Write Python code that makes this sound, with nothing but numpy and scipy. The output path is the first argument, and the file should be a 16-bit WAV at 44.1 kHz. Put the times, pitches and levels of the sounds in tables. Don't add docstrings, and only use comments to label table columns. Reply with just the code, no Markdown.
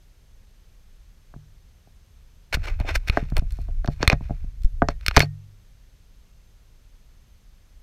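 import sys
import numpy as np
from scipy import signal
from scipy.fft import rfft, irfft, next_fast_len
from scipy.io import wavfile

SR = 44100
rng = np.random.default_rng(int(sys.argv[2]) if len(sys.argv) > 2 else 0)


def master(y):
    cut = np.clip(np.atleast_2d(y).T, -1, 1)
    pcm = np.round(cut * 32767)
    wavfile.write(sys.argv[1], SR, pcm.astype(np.int16))


N = 345126
TIME = np.arange(N) / SR


# start in seconds, level in dB before colour,
# brightness in dB per octave about the clack range.
CLACKS = [(2.5269, -29.5, -2), (2.8006, -44.5, 4), (3.0749, -37.5, -3), (3.0858, -30.5, -1),
          (3.098, -21.5, -1.5), (3.3013, -58, 7.5), (3.3675, -28, 3), (3.38, -53, 12.5), (3.3943, -42.5, 2),
          (3.5072, -54.5, 5.5), (3.5222, -62.5, 12), (3.616, -67, 10), (3.86, -46.5, 3.5),
          (4.0768, -11.5, 1), (4.0996, -13.5, -4), (4.6208, -66, 8), (4.635, -60, 9), (4.6462, -56, 7),
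          (5.0106, -51.5, 1.5), (5.0635, -23.5, 3.5), (5.0821, -17, 1.5), (5.111, -30, -4),
          (5.165, -13, 0.5), (5.1769, -13.5, -7.5), (5.194, -30.5, 8), (5.2041, -11.5, -3)]
# body, clack, snap and tick in dB.
CLACK_COLOUR_DB = [-15, -0.5, -6, -19]
# low edge in Hz, high edge in Hz.
FITTING_RANGES = [(280, 880), (1090, 3000), (3000, 6100), (7000, 14000)]
# frequency in Hz, width in Hz, relative level in dB.
FITTINGS = [(644, 110, -12), (1580, 340, 0.5), (2184, 510, 2), (2478, 69, 2.5), (3650, 130, 5),
            (4190, 290, 9), (5230, 170, 1.5), (14400, 500, -8)]
# frequency in Hz, relative level in dB, free 60 dB decay in seconds.
RIM_MODES = [(1244, -14, .05), (1857, -25, .24)]


def clacks(rim_db=-3.0):
    out = np.zeros(N)
    for start, db, brightness in CLACKS:
        force = contact(crack_s=0.0012, crack=0.19, tail_db=-38.5, tail_s=0.0081)
        rattle = resonate(force, FITTINGS, direct=0.7)
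        ranges_db = db + tilted(CLACK_COLOUR_DB, brightness)
        add(out, start, colour(rattle, ranges_db, FITTING_RANGES))
    starts, levels_db, _ = np.transpose(CLACKS)
    return out + hull(starts, levels_db + rim_db, RIM_MODES, held_t60=0.1)


# start in seconds, level in dB before colour
# and softness, contact time in seconds, boom in dB.
KNOCKS = [(1.339, -47.5, 0.00063, -48), (1.361, -55, .0012, -38), (1.873, -56.5, 0.0017, -56),
          (2.5694, -41, 0.00037, -30), (2.801, -38, 0.0013, -33.5), (2.846, -29.5, 0.0036, -61),
          (3.1721, -15.5, 0.00051, -30), (3.225, -50, .001, -25.5), (3.3204, -43.5, 0.00064, -23.5),
          (3.4204, -40, 0.0028, -29), (3.5873, -42.5, 0.0019, -38), (3.6852, -39, 0.0027, -43),
          (3.8453, -33.5, 0.00038, -36), (3.8758, -33.5, 0.00016, -35), (3.8842, -25.5, 0.0022, -17.5),
          (4.004, -43, 0.00088, -31.5), (4.0286, -19, 0.00012, -26), (4.1286, -21.5, 0.00031, -14.5),
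          (4.2083, -42, 0.0017, -31.5), (4.295, -41, 0.0011, -34), (4.3063, -27.5, 0.0023, -23),
          (4.4414, -55.5, 0.00089, -36), (4.8199, -13, 0.00067, -30.5), (4.824, -20, 0.001, -18),
          (4.8863, -20.5, 0.00027, -26.5), (5.1695, -8.5, 0.00018, -13), (5.1774, -28, 0.0012, -38),
          (5.231, -26.5, 0.0011, -30)]
# body, clack and snap in dB.
KNOCK_COLOUR_DB = [0, -3, -5]
# low edge in Hz, high edge in Hz.
HULL_RANGES = [(250, 860), (1000, 2000), (2350, 6200)]
# frequency in Hz, width in Hz, relative level in dB.
PANEL = [(667, 200, -13), (1270, 240, -5), (1570, 200, 3.5), (4410, 67, 0.5)]
# frequency in Hz, relative level in dB, free 60 dB decay in seconds.
WALL_MODES = [(244, -6, .08), (290, -6, .07), (437, -5, .09), (573, -3, .08), (692, -1.5, .08),
              (815, -9, .08)]
# frequency in Hz, level relative to the boom in dB,
# free 60 dB decay in seconds.
BOOM_MODES = [(102, -9, .85), (148, -3, .42)]
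THUD_HZ, THUD_DB, THUD_CYCLES, THUD_DELAY_S = 177.3, 3, 0.35, 0.0022


def knocks(wall_db=-5.0, rim_db=-3):
    out = np.zeros(N)
    for start, db, contact_s, boom_db in KNOCKS:
        force = contact(crack_s=0.0012, crack=0.16, tail_db=-40, tail_s=0.012)
        crack = resonate(force, PANEL, direct=0.5)
        ranges_db = db + np.array(KNOCK_COLOUR_DB) + softness_db(contact_s, centres(HULL_RANGES))
        add(out, start, colour(crack, ranges_db, HULL_RANGES))
        add(out, start + THUD_DELAY_S, swing(THUD_HZ, boom_db + THUD_DB, THUD_CYCLES))
    starts, levels_db, contacts_s, booms_db = np.transpose(KNOCKS)
    rim_levels_db = levels_db + rim_db + softness_db(contacts_s, RIM_MODES[0][0])
    out += hull(starts, levels_db + wall_db, WALL_MODES, held_t60=0.11)
    out += hull(starts, rim_levels_db, RIM_MODES, held_t60=0.18)
    return out + hull(starts + 0.003, booms_db, BOOM_MODES, held_t60=0.15)


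# from and until, in seconds.
HELD = (2.5, 5.15)


def hull(starts, levels_db, modes, held_t60):
    out = np.zeros(N)
    chance_db = rng.uniform(-2, 2, (len(starts), len(modes)))
    at = np.round(starts * SR).astype(int)
    held = (starts > HELD[0]) & (starts < HELD[1])
    for k, (hz, db, t60) in enumerate(modes):
        strength = from_db(levels_db + db + chance_db[:, k])
        for chosen, decay in (held, min(t60, held_t60)), (~held, t60):
            force = np.zeros(N)
            force[at] = chosen * strength
            out += (-1) ** k * ring(force, hz, decay)
    return out


# crest in seconds, rise scale in seconds,
# level in dB before colour, brightness in dB per octave about the clack range.
SCRAPES = [(2.533, 0.0019, -20, 1.5), (2.546, 0.0038, -25, 2.5), (2.65, 0.011, -37.5, 0.5),
           (2.68, 0.018, -39.5, -0.5), (2.807, 0.0067, -43.5, -4.5), (2.892, 0.015, -32.5, -1),
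           (2.957, 0.0049, -25.5, 3), (3.083, 0.0038, -34.5, 4), (3.16, 0.036, -43, -0.5),
           (3.374, .007, -40, -6), (3.56, .05, -65, 6.5), (3.92, 0.022, -58, 4.5), (4.03, 0.012, -35, -1),
           (4.121, 0.0068, -30, -4), (4.261, .08, -61.5, 1), (4.905, 0.0073, -45, 1.5),
           (5.06, .035, -57.5, 1), (5.177, 0.012, -29, 1), (5.223, 0.008, -29, 2.5)]
# body, clack, snap and tick in dB.
SCRAPE_COLOUR_DB = [-4, 2, -5.5, -20.5]
FALL_OVER_RISE = 1.2
RUB_DB, RUB_EASE_DB_PER_S = -59.5, 10.5


def scrapes(slips_per_s=2500, grain_db=2.0, catch_db=3.5, shift_db=-0.5):
    sizes = from_db(grain_db * np.minimum(rng.exponential(1, N), 3))
    slips = (rng.random(N) < slips_per_s / SR) * sizes * rng.choice([-1, 1], N)
    catching = from_db(catch_db * wander(rate_hz=250))
    force = catching * (rms_one(slips) + 0.5 * rng.standard_normal(N))

    friction = 0.5 * force
    for mode in FITTINGS:
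        favour = from_db(shift_db * wander(rate_hz=64))
        friction = friction + favour * resonate(force, [mode], direct=0)

    coarse = TIME[::20]
    rub = handling()[::20] * from_db(RUB_DB - RUB_EASE_DB_PER_S * (coarse - HELD[0]))
    power = np.outer(from_db(SCRAPE_COLOUR_DB), rub) ** 2
    for crest, rise, db, brightness in SCRAPES:
        away = np.abs(coarse - crest) / np.where(coarse < crest, rise, rise * FALL_OVER_RISE)
        gains = from_db(db + tilted(SCRAPE_COLOUR_DB, brightness))
        power = power + np.outer(gains ** 2, np.exp(-1.3 * away ** 1.2))

    out = np.zeros(N)
    for range_power, edges in zip(power, FITTING_RANGES):
        level = np.interp(TIME, coarse, np.sqrt(range_power))
        out += level * rms_one(band(friction, edges))
    return out


# crest in seconds, length scale in seconds, rms at the crest in dB.
SQUEAKS = [(4.026, 0.0069, -42), (5.17, 0.0024, -18.5), (5.222, 0.0077, -28.5), (5.235, 0.0028, -30),
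           (5.246, .003, -39)]


def squeaks(hz=4380, waver_hz=70):
    load = sum(from_db(db) * np.exp(-((TIME - crest) / length) ** 2) for crest, length, db in SQUEAKS)
    pitch_hz = hz + waver_hz * wander(rate_hz=600)
    return load * np.sqrt(2) * np.sin(2 * np.pi * np.cumsum(pitch_hz) / SR)


HANDLING_ATTACK_S, HANDLING_RELEASE_S = 0.08, 0.11


def handling():
    take_hold = np.clip((TIME - HELD[0]) / HANDLING_ATTACK_S, 0, 1)
    let_go = np.exp(-np.maximum(TIME - HELD[1], 0) / HANDLING_RELEASE_S)
    return take_hold * let_go


# start in seconds, pitch in Hz, envelope peak in dB.
JOLTS = [(2.546, 39, -12), (2.806, 67, -11.5), (2.962, 29.8, -13.5), (3.097, 62, -7.5), (3.387, 34, -6.5),
         (4.078, 58, -4), (4.645, 24.5, -4.5), (5.083, 55.4, -15), (5.171, 55.1, -3.5), (5.206, 75, -13)]
JOLT_CYCLES = 0.16
SHAKE_HZ, SHAKE_DB, SHAKE_CYCLES = 66.4, 1.5, 0.3
# frequency in Hz, relative density in dB per Hz.
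RUMBLE = [(12, -30), (22, 6), (40, 1.5), (85, -8.5), (150, -18), (250, -26.5), (500, -65.5)]
CALM_DB, ROCK_DB, ROCK_EASE_DB_PER_S = -50.5, -24, 3
ROCK_TOP_HZ = 89


def mount(lump_db=3.5):
    eased_db = ROCK_DB - ROCK_EASE_DB_PER_S * (TIME - HELD[0])
    rocking = handling() * from_db(eased_db + lump_db * wander(rate_hz=39))
    out = from_db(CALM_DB) * shaped_noise(RUMBLE)
    out = out + rocking * band(shaped_noise(RUMBLE), [12, ROCK_TOP_HZ], order=2)
    for start, hz, db in JOLTS:
        add(out, start, swing(hz, db, JOLT_CYCLES))
    for start, _, _, boom_db in KNOCKS:
        add(out, start, swing(SHAKE_HZ, boom_db + SHAKE_DB, SHAKE_CYCLES))
    return out


# frequency in Hz, relative density in dB per Hz.
HISS = [(76, -23), (130, -0.5), (224, -10.5), (491, -10.5), (765, -15.5), (3610, -17.5), (5960, -20),
        (6340, -20.5), (7300, -23), (11600, -27.5), (13100, -24.5), (15100, -35), (16000, -43)]
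HISS_DB = -65.5
# frequency in Hz, rms in dB.
WHINE = [(6293, -82.5), (6322, -87), (12618, -84.5)]


def hiss(side_db=-22.0):
    whine = sum(from_db(db) * np.sqrt(2) * np.sin(2 * np.pi * hz * TIME) for hz, db in WHINE)
    side = from_db(side_db) * rms_one(band(rng.standard_normal(N), [60, 15000], order=1))
    return whine + from_db(HISS_DB) * (shaped_noise(HISS) + side * np.array([[1], [-1]]))


def contact(crack_s, crack, tail_db, tail_s):
    t = TIME[:SR // 6]
    envelope = crack * np.exp(-t / crack_s) + from_db(tail_db) * np.exp(-t / tail_s)
    force = rng.standard_normal(len(t)) * envelope
    force[0] += 1
    return force


def softness_db(contact_s, hz):
    return -10 * np.log10(1 + (hz * contact_s) ** 8)


def resonate(force, resonances, direct):
    out = direct * force
    for hz, width, db in resonances:
        r = np.exp(-np.pi * width / SR)
        poles = [1, -2 * r * np.cos(2 * np.pi * hz / SR), r * r]
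        out = out + from_db(db) * (1 - r * r) / 2 * signal.lfilter([1, 0, -1], poles, force + 1e-18)
    return out


def ring(force, hz, t60):
    r = from_db(-60 / (t60 * SR))
    w = 2 * np.pi * hz / SR
    return signal.lfilter([0, np.sin(w)], [1, -2 * r * np.cos(w), r * r], force + 1e-18)


def swing(hz, db, cycles):
    turns = hz * TIME[:SR // 4]
    envelope = turns / cycles * np.exp(1 - turns / cycles)
    return -from_db(db) * envelope * np.sin(2 * np.pi * turns)


def colour(sound, levels_db, ranges):
    out = np.zeros(len(sound))
    for db, edges in zip(levels_db, ranges):
        part = band(sound, edges, order=4)
        out += from_db(db) * part * np.sqrt(0.005 * SR / np.sum(part ** 2))
    return out


def tilted(colour_db, brightness):
    hz = centres(FITTING_RANGES)
    return np.array(colour_db) + brightness * np.log2(hz / hz[1])


def centres(ranges):
    return np.sqrt(np.prod(ranges, axis=1))


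def wander(rate_hz):
    knots = np.clip(rng.standard_normal(N // 100), -2, 2)
    return np.interp(TIME * rate_hz, np.arange(len(knots)), knots)


def shaped_noise(spectrum):
    hz, db = np.transpose(spectrum)
    size = next_fast_len(N)
    bins = np.maximum(np.fft.rfftfreq(size, 1 / SR), 1)
    gains = from_db(np.interp(np.log(bins), np.log(hz), db))
    return rms_one(irfft(rfft(rng.standard_normal(size)) * gains, size)[:N])


def band(x, edges, order=3):
    return signal.sosfilt(signal.butter(order, edges, "band", fs=SR, output="sos"), x + 1e-18)


def from_db(db):
    return 10 ** (np.asarray(db) / 20)


def rms_one(x):
    return x / np.sqrt(np.mean(x ** 2) + 1e-20)


def add(track, start, sound):
    at = round(start * SR)
    track[at:at + len(sound)] += sound[:N - at]


def scene(side_db=-41.0, side_delay_s=0.003):
    boat = clacks() + knocks() + scrapes() + squeaks()
    side = from_db(side_db) * np.interp(TIME - side_delay_s, TIME, boat)
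    return boat + side * np.array([[1], [-1]]) + mount() + hiss()


CUTOFF_HZ = 15800


def record(dry):
    rounded = dry / (1 + dry ** 6) ** (1 / 6)
    return signal.sosfilt(signal.ellip(10, 0.1, 80, CUTOFF_HZ, fs=SR, output="sos"), rounded)


dry = scene()
out = record(dry)
master(out)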